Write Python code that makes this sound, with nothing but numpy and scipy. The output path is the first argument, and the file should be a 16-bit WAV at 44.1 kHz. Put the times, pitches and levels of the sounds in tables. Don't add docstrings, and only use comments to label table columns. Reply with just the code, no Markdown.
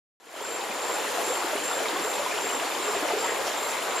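import sys
import numpy as np
from scipy import signal
from scipy.io import wavfile
from scipy.ndimage import uniform_filter1d

SR = 44100
rng = np.random.default_rng(int(sys.argv[2]) if len(sys.argv) > 2 else 0)


def put_to_file(sound):
    columns = np.atleast_2d(sound).T
    safe = np.clip(columns, -1, 1)
    whole_steps = np.round(safe * 32767)
    wavfile.write(sys.argv[1], SR, whole_steps.astype(np.int16))


def amplitude_ratio(level_db):
    exponent = np.asarray(level_db, float) / 20
    return 10 ** exponent


N = 176400

# frequency in Hz, density in dB per Hz.
RUSH_SPECTRUM = [(30, -57), (100, -16), (170, -16), (300, -6.5), (440, -0.5), (1000, -2.5), (1500, -7.5),
                 (3000, -12)]
# frequency in Hz, density in dB per Hz.
SPRAY_SPECTRUM = [(2500, -6), (4500, -17), (6300, 4), (8000, -4.5), (10000, 4), (13000, -0.5),
                  (15000, -5.5), (16000, -28)]
# frequency in Hz, left-right correlation from -1 to 1.
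LIKENESS = [(60, -0.97), (130, -0.73), (200, -0.46), (300, 0.8), (1400, 0.84), (3100, 0.68), (6800, 0.68),
            (15000, 0.14)]
# frequency in Hz, left minus right in dB.
BALANCE = [(60, 0.5), (130, 0.5), (290, -1.5), (640, 0), (1410, 3), (3100, 0.5), (6820, -0.5), (15000, 4)]
# time in seconds, level in dB.
FLOW_EFFORT = [(.2, 2.5), (.27, 3), (.31, 0), (.36, 2), (.42, 0), (.75, 0.5), (1.1, 1.7), (1.6, 1.7),
               (2.0, 1.5), (2.6, 1.5), (3.1, 2.5), (3.35, 2), (3.55, 0.95), (4, 2)]
# time in seconds, level in dB.
SPRAY_GUSTS = [(0, 4), (.9, 0), (1.05, 2.5), (1.2, 5.5), (1.35, 4.5), (1.5, 2), (2.3, 2), (2.7, 1.5),
               (3.4, 1), (3.5, 3), (4, 0.5)]
# start in seconds, peak in dB, pitch in Hz, length in cycles.
BUBBLES = [(.237, -21, 520, 6), (.268, -19, 450, 6), (.335, -19, 640, 9), (.545, -19.5, 430, 6),
           (.59, -18, 483, 5.1), (.695, -28, 222, 5.4), (.895, -17.5, 450, 6.4),
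           (0.985, -16, 850, 9.4), (1.18, -16.5, 683, 9.6), (1.298, -15, 505, 15),
           (1.245, -19, 866, 9.3), (1.33, -23, 766, 7.1), (1.35, -27, 520, 4.2),
           (1.442, -18, 355, 4.6), (1.526, -14.5, 600, 14.5), (1.545, -18.5, 399, 12.4),
           (1.548, -24.5, 273, 5.7), (1.802, -15.5, 692, 8.1), (1.855, -17.5, 1200, 11),
           (1.948, -20, 358, 4.1), (1.959, -15.5, 1050, 11), (2.04, -22.5, 422, 16),
           (2.189, -19, 565, 15), (2.258, -16.5, 982, 19), (2.339, -21, 416, 14),
           (2.365, -22, 473, 5), (2.532, -26.5, 267, 11), (2.795, -20.5, 377, 7.8),
           (2.875, -19, 413, 15), (2.877, -15, 1160, 9.1), (3.022, -18, 301, 6.9),
           (2.96, -21, 396, 7), (3.286, -20, 437, 6), (3.049, -13.5, 604, 9.6),
           (3.133, -13, 405, 5.6), (3.168, -18, 412, 9.3), (3.241, -14.5, 923, 13),
           (3.317, -20, 440, 8.8), (3.916, -31, 990, 7.9)]
# start in seconds, peak in dB, pitch in Hz,
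# length in cycles.
MORE_BUBBLES = [(.405, -16, 947, 10), (.41, -28, 3165, 25), (.41, -19.5, 538, 7.4),
                (.449, -19.5, 1464, 14), (.709, -22, 2420, 22), (.857, -24, 2540, 22),
                (.896, -15.5, 968, 10), (1.067, -22, 1920, 18), (1.079, -22, 1765, 16),
                (1.171, -22, 1260, 12), (1.221, -32, 3294, 28), (1.266, -27, 2440, 22),
                (1.577, -24, 2885, 25), (1.62, -25, 3100, 30), (1.71, -18.5, 1360, 16),
                (1.73, -22, 3445, 28), (1.79, -23, 3000, 26), (1.928, -20.5, 328, 6.2),
                (2.155, -27, 3359, 30), (2.249, -25, 3380, 28), (2.312, -24, 2430, 25),
                (2.324, -23, 1722, 16), (2.374, -25, 2777, 24), (2.387, -21, 1399, 15),
                (2.489, -24, 2470, 25), (2.498, -22, 2906, 27), (2.54, -29, 1442, 14),
                (2.716, -24, 3530, 28), (2.929, -19, 1000, 16), (2.931, -18, 1190, 14),
                (2.948, -17, 700, 10), (3.03, -18, 633, 7), (3.047, -30, 3445, 28), (3.083, -20, 2750, 16),
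                (3.088, -19, 2300, 14), (3.099, -16.5, 1180, 10), (3.105, -16, 861, 9.9),
                (3.118, -15.5, 700, 9.2), (3.15, -16, 520, 4.8), (3.241, -21, 3122, 22),
                (3.258, -30, 2430, 22), (3.258, -24, 1670, 12), (3.278, -20, 2024, 16),
                (3.281, -24, 1700, 12), (3.075, -20, 910, 12), (2.385, -19, 1150, 9),
                (3.499, -24, 1730, 16), (3.821, -23, 3020, 25)]
# start in seconds, peak in dB, centre in Hz, tail level in dB.
SPLASH_EVENTS = [(0.612, -15, 3700, -41), (.945, -30, 10000, -39), (1.04, -36, 10000, -39),
                 (1.14, -34, 8200, -44), (1.629, -34, 9500, -40), (1.857, -13.5, 2070, -36),
                 (1.885, -11.5, 3800, -39), (1.969, -14, 3230, -44), (2.38, -15, 3000, -41),
                 (2.598, -14, 2680, -38), (2.719, -24, 3430, -52), (3.068, -18, 5900, -40),
                 (3.086, -22, 2230, -36), (3.245, -28, 3040, -42), (3.281, -21, 1800, -29.5),
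                 (3.461, -24, 5540, -32), (3.462, -32, 10500, -44), (3.62, -36, 11000, -43),
                 (3.691, -21, 6000, -37), (3.819, -27, 10500, -38)]
# start in seconds, level in dB.
CRICKET_CHIRPS = [
    (0.4254, -30),
    (0.821, -31.5),
    (1.2416, -29.5),
    (1.6366, -28.5),
    (2.0187, -29.5),
    (2.4136, -29.5),
    (2.823, -31.5),
    (3.1852, -29.5),
    (3.5702, -31.5),
    (3.961, -29.5),
]
# centre in Hz, width in Hz, level in dB.
CHORUS_BANDS = [(6950, 240, -47.5), (7114, 220, -47), (7250, 200, -42.5), (7320, 100, -49), (7580, 90, -51),
                (7460, 60, -65), (8940, 170, -54.5)]
# time in seconds, level in dB.
FADE_IN = [(.2, -30), (.3, -20), (.36, -13.5), (.41, -9.5), (.47, -7.5), (.62, -6), (.9, -3.5), (1.0, -3.5)]


def evened(x):
    return x / np.sqrt(np.mean(x ** 2) + 1e-20)


def read(points, hz):
    table_hz, value = np.transpose(points)
    return np.interp(np.log(hz + 1), np.log(table_hz + 1), value)


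def curve(points, t):
    return np.interp(t, *np.transpose(points))


def add(mix, start_s, sound):
    part = mix[..., round(start_s * SR):][..., :sound.shape[-1]]
    part += sound[..., :part.shape[-1]]


def above(x, hz):
    return signal.sosfilt(signal.butter(3, hz, "high", fs=SR, output="sos"), x)


def resonate(x, hz, width_hz):
    turn = np.exp(2j * np.pi * hz * np.arange(x.shape[-1]) / SR)
    r = np.exp(-np.pi * width_hz / SR)
    once = signal.lfilter([1 - r], [1, -r], x / turn)
    twice = signal.lfilter([1 - r], [1, -r], once)
    return 2 * (turn * twice).real


def rush_db(hz):
    octaves_above = np.maximum(np.log2((hz + 1) / RUSH_SPECTRUM[-1][0]), 0)
    return read(RUSH_SPECTRUM, hz) - 8 * octaves_above


def spray_db(hz):
    return read([(1200, -40), *SPRAY_SPECTRUM], hz)


def wash(shape_db, patchy_db, swell_db, flicker_db, size):
    hop, bins = size // 4, size // 2 + 1
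    frames, hz = N // hop + 5, np.fft.rfftfreq(size, 1 / SR)
    a, b, c, d, patches, flicker = rng.standard_normal((frames, bins, 6)).T
    patches = uniform_filter1d(patches, size=10, axis=0)
    patches = evened(uniform_filter1d(patches, size=12, axis=1))
    flicker = uniform_filter1d(flicker, size=bins // 3, axis=0)
    flicker = evened(uniform_filter1d(flicker, size=3, axis=1))
    t = np.arange(frames) * hop / SR
    swell = np.zeros(frames)
    for swell_hz in np.geomspace(1, 12, 20):
        swell += np.sin(2 * np.pi * (swell_hz * t + rng.random())) / np.sqrt(swell_hz)
    level_db = patchy_db * patches + swell_db * evened(swell) + flicker_db * flicker
    same = np.clip(read(LIKENESS, hz), -1, 1)[:, None]
    lean = amplitude_ratio(read(BALANCE, hz) / 2)[:, None]
    left = a + 1j * b
    right = same * left + np.sqrt(1 - same ** 2) * (c + 1j * d)
    z = np.array([left * lean, right / lean]) * amplitude_ratio(shape_db(hz)[:, None] + level_db)
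    return evened(signal.istft(z, nperseg=size, noverlap=size - hop)[1][:, :N])


def bubble(hz, cycles, glide):
    u = np.arange(0, 2 * cycles / hz, 1 / SR) * hz / cycles
    shape = np.minimum(u / .3, 1) * np.exp(-1.6 * u) * np.cos(np.pi * u / 4)
    return shape * np.sin(2 * np.pi * cycles * (u + glide * u ** 2 / 2))


def bubbles(lo_hz, hi_hz, per_s, cycles, glide, spread_db, wide, count):
    out = np.zeros((2, N))
    for hz in np.geomspace(lo_hz, hi_hz, count):
        pick, big, place = rng.random((3, N))
        chance = per_s / count * np.sqrt(hz / np.sqrt(lo_hz * hi_hz)) / SR
        bursts = amplitude_ratio(spread_db * np.minimum(-np.log(big + 1e-9), 4)) * (pick < chance)
        angle = np.pi / 4 + wide * (2 * place - 1) - read(BALANCE, hz) / 14.0
        placed = bursts * np.array([np.cos(angle), np.sin(angle)])
        ringing = signal.oaconvolve(placed, bubble(hz, cycles, glide)[None])[:, :N]
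        out += amplitude_ratio(rush_db(hz)) * np.sqrt(hz) * evened(ringing)
    return evened(above(out, 0.79 * lo_hz))


def stream():
    t = np.arange(N) / SR
    flow_db = curve(FLOW_EFFORT, t)
    body = amplitude_ratio(-29) * wash(rush_db, patchy_db=1.5, swell_db=0.32, flicker_db=0.57, size=1024)
    gurgle = amplitude_ratio(-35) * bubbles(281.8, 1578, per_s=350, cycles=8.5, glide=0.041,
                                spread_db=0.7, wide=0.8, count=16)
    fizz = amplitude_ratio(-36) * bubbles(1580, 9020, per_s=2500, cycles=8.55, glide=0.23,
                              spread_db=1.0, wide=0.69, count=14)
    spray = amplitude_ratio(-42) * wash(spray_db, patchy_db=2.0, swell_db=-0.14, flicker_db=1.5, size=512)
    water = (body + gurgle) * amplitude_ratio(flow_db) + fizz * amplitude_ratio(0.58 * flow_db)
    return water + spray * amplitude_ratio(curve(SPRAY_GUSTS, t))


def plops():
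    out = np.zeros((2, N))
    for events in (BUBBLES, MORE_BUBBLES):
        for start_s, db, hz, cycles in events:
            add(out, start_s, amplitude_ratio(db) * np.array([[1.05], [.95]]) * bubble(hz, cycles, glide=0.026))
    return out


def splashes():
    tick_cycles, tail_s, rise_s, relative_width = 3, .045, .0062, .55
    out = np.zeros((2, N))
    t = np.arange(4000) / SR
    for start_s, db, hz, tail_db in SPLASH_EVENTS:
        tick = np.minimum(t * hz / 2, 1) * np.exp(-t * hz / tick_cycles) * np.sin(2 * np.pi * hz * t)
        spit = rng.standard_normal((3, 4000))
        droplets = evened(resonate(spit[0] + .5 * spit[1:], hz, relative_width * hz))
        tail = droplets * np.exp(-t / tail_s) * np.minimum(t / rise_s, 1)
        add(out, start_s, amplitude_ratio(db) * tick + amplitude_ratio(tail_db) * tail)
    return out


def trunk_echo(dry):
    t60_s, first_s = .45, .012
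    t = np.arange(SR // 2) / SR
    hits = rng.standard_normal((3, len(t))) * (rng.random(len(t)) < .05)
    hits = hits * amplitude_ratio(-60 * t / t60_s) * (t > first_s)
    trunks = hits[0] + .4 * hits[1:]
    trunks = trunks / np.linalg.norm(trunks[0])
    return signal.fftconvolve(dry[None], trunks, axes=1)[:, :N]


def cricket():
    pulse_s, pulse_gap_s, lead_s = .0142, .01915, .0008
    wing_hz, start_hz, end_hz = 7464, -240, -40
    scatter_db, droop_db, overtone_db = 1.0, .1, -23
    dry = np.zeros(N)
    u = np.arange(0, pulse_s, 1 / SR) / pulse_s
    hz = wing_hz + start_hz * np.exp(-u / .22) + end_hz * u ** 4
    edges = np.clip(np.minimum(u / .12, (1 - u) / .15), 0, 1)
    dip = .7 * np.exp(-((u - .62) / .13) ** 2)
    for chirp_s, db in CRICKET_CHIRPS:
        for k, (level, pitch, phase) in enumerate(rng.standard_normal((8, 3))):
            turn = 2 * np.pi * np.cumsum(hz + 6 * pitch) / SR + phase
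            shape = edges * (1 - dip * (1 if k else .4))
            tone = np.sin(turn) + amplitude_ratio(overtone_db) * np.sin(2 * turn)
            pulse_db = db + scatter_db * level - droop_db * k
            add(dry, chirp_s - lead_s + k * pulse_gap_s, amplitude_ratio(pulse_db) * shape * tone)
    return dry + amplitude_ratio(-6) * trunk_echo(dry)


def chorus():
    same, throb_depth = .87, .22
    out, t = np.zeros((2, N)), np.arange(N) / SR
    for hz, width_hz, db in CHORUS_BANDS:
        both, left, right = rng.standard_normal((3, N))
        drive = np.sqrt(same) * both + np.sqrt(1 - same) * np.array([left, right])
        throb = 1 + throb_depth * np.sin(2 * np.pi * (rng.uniform(48, 58) * t + rng.random()))
        out += amplitude_ratio(db) * evened(resonate(drive * throb, hz, width_hz))
    return out


def notch_above_wing(insects):
    return insects - .9 * resonate(insects, hz=7507, width_hz=70)


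def scene():
    events = above(plops() + splashes(), hz=147)
    return stream() + events + notch_above_wing(cricket() + chorus())


def low_pass(x):
    return signal.sosfilt(signal.butter(12, 15760, fs=SR, output="sos"), x)


def record(dry):
    start_s, edge_lo_hz, edge_hi_hz = .2, 15200, 15790
    t = np.arange(N) / SR
    faded = dry * amplitude_ratio(curve(FADE_IN, t)) * (t >= start_s)
    hz, frames, z = signal.stft(faded, SR, nperseg=512, noverlap=384)
    hop = uniform_filter1d(rng.random(len(frames) // 8 + 1), size=2).repeat(8)[:len(frames)]
    edge_hz = edge_lo_hz + (edge_hi_hz - edge_lo_hz) * np.clip(1.8 * hop - .45, 0, 1)
    limited = signal.istft(z * (hz[:, None] < edge_hz), SR, nperseg=512, noverlap=384)[1][:, :N]
    return low_pass(limited)


dry = scene()
out = record(dry)
put_to_file(out)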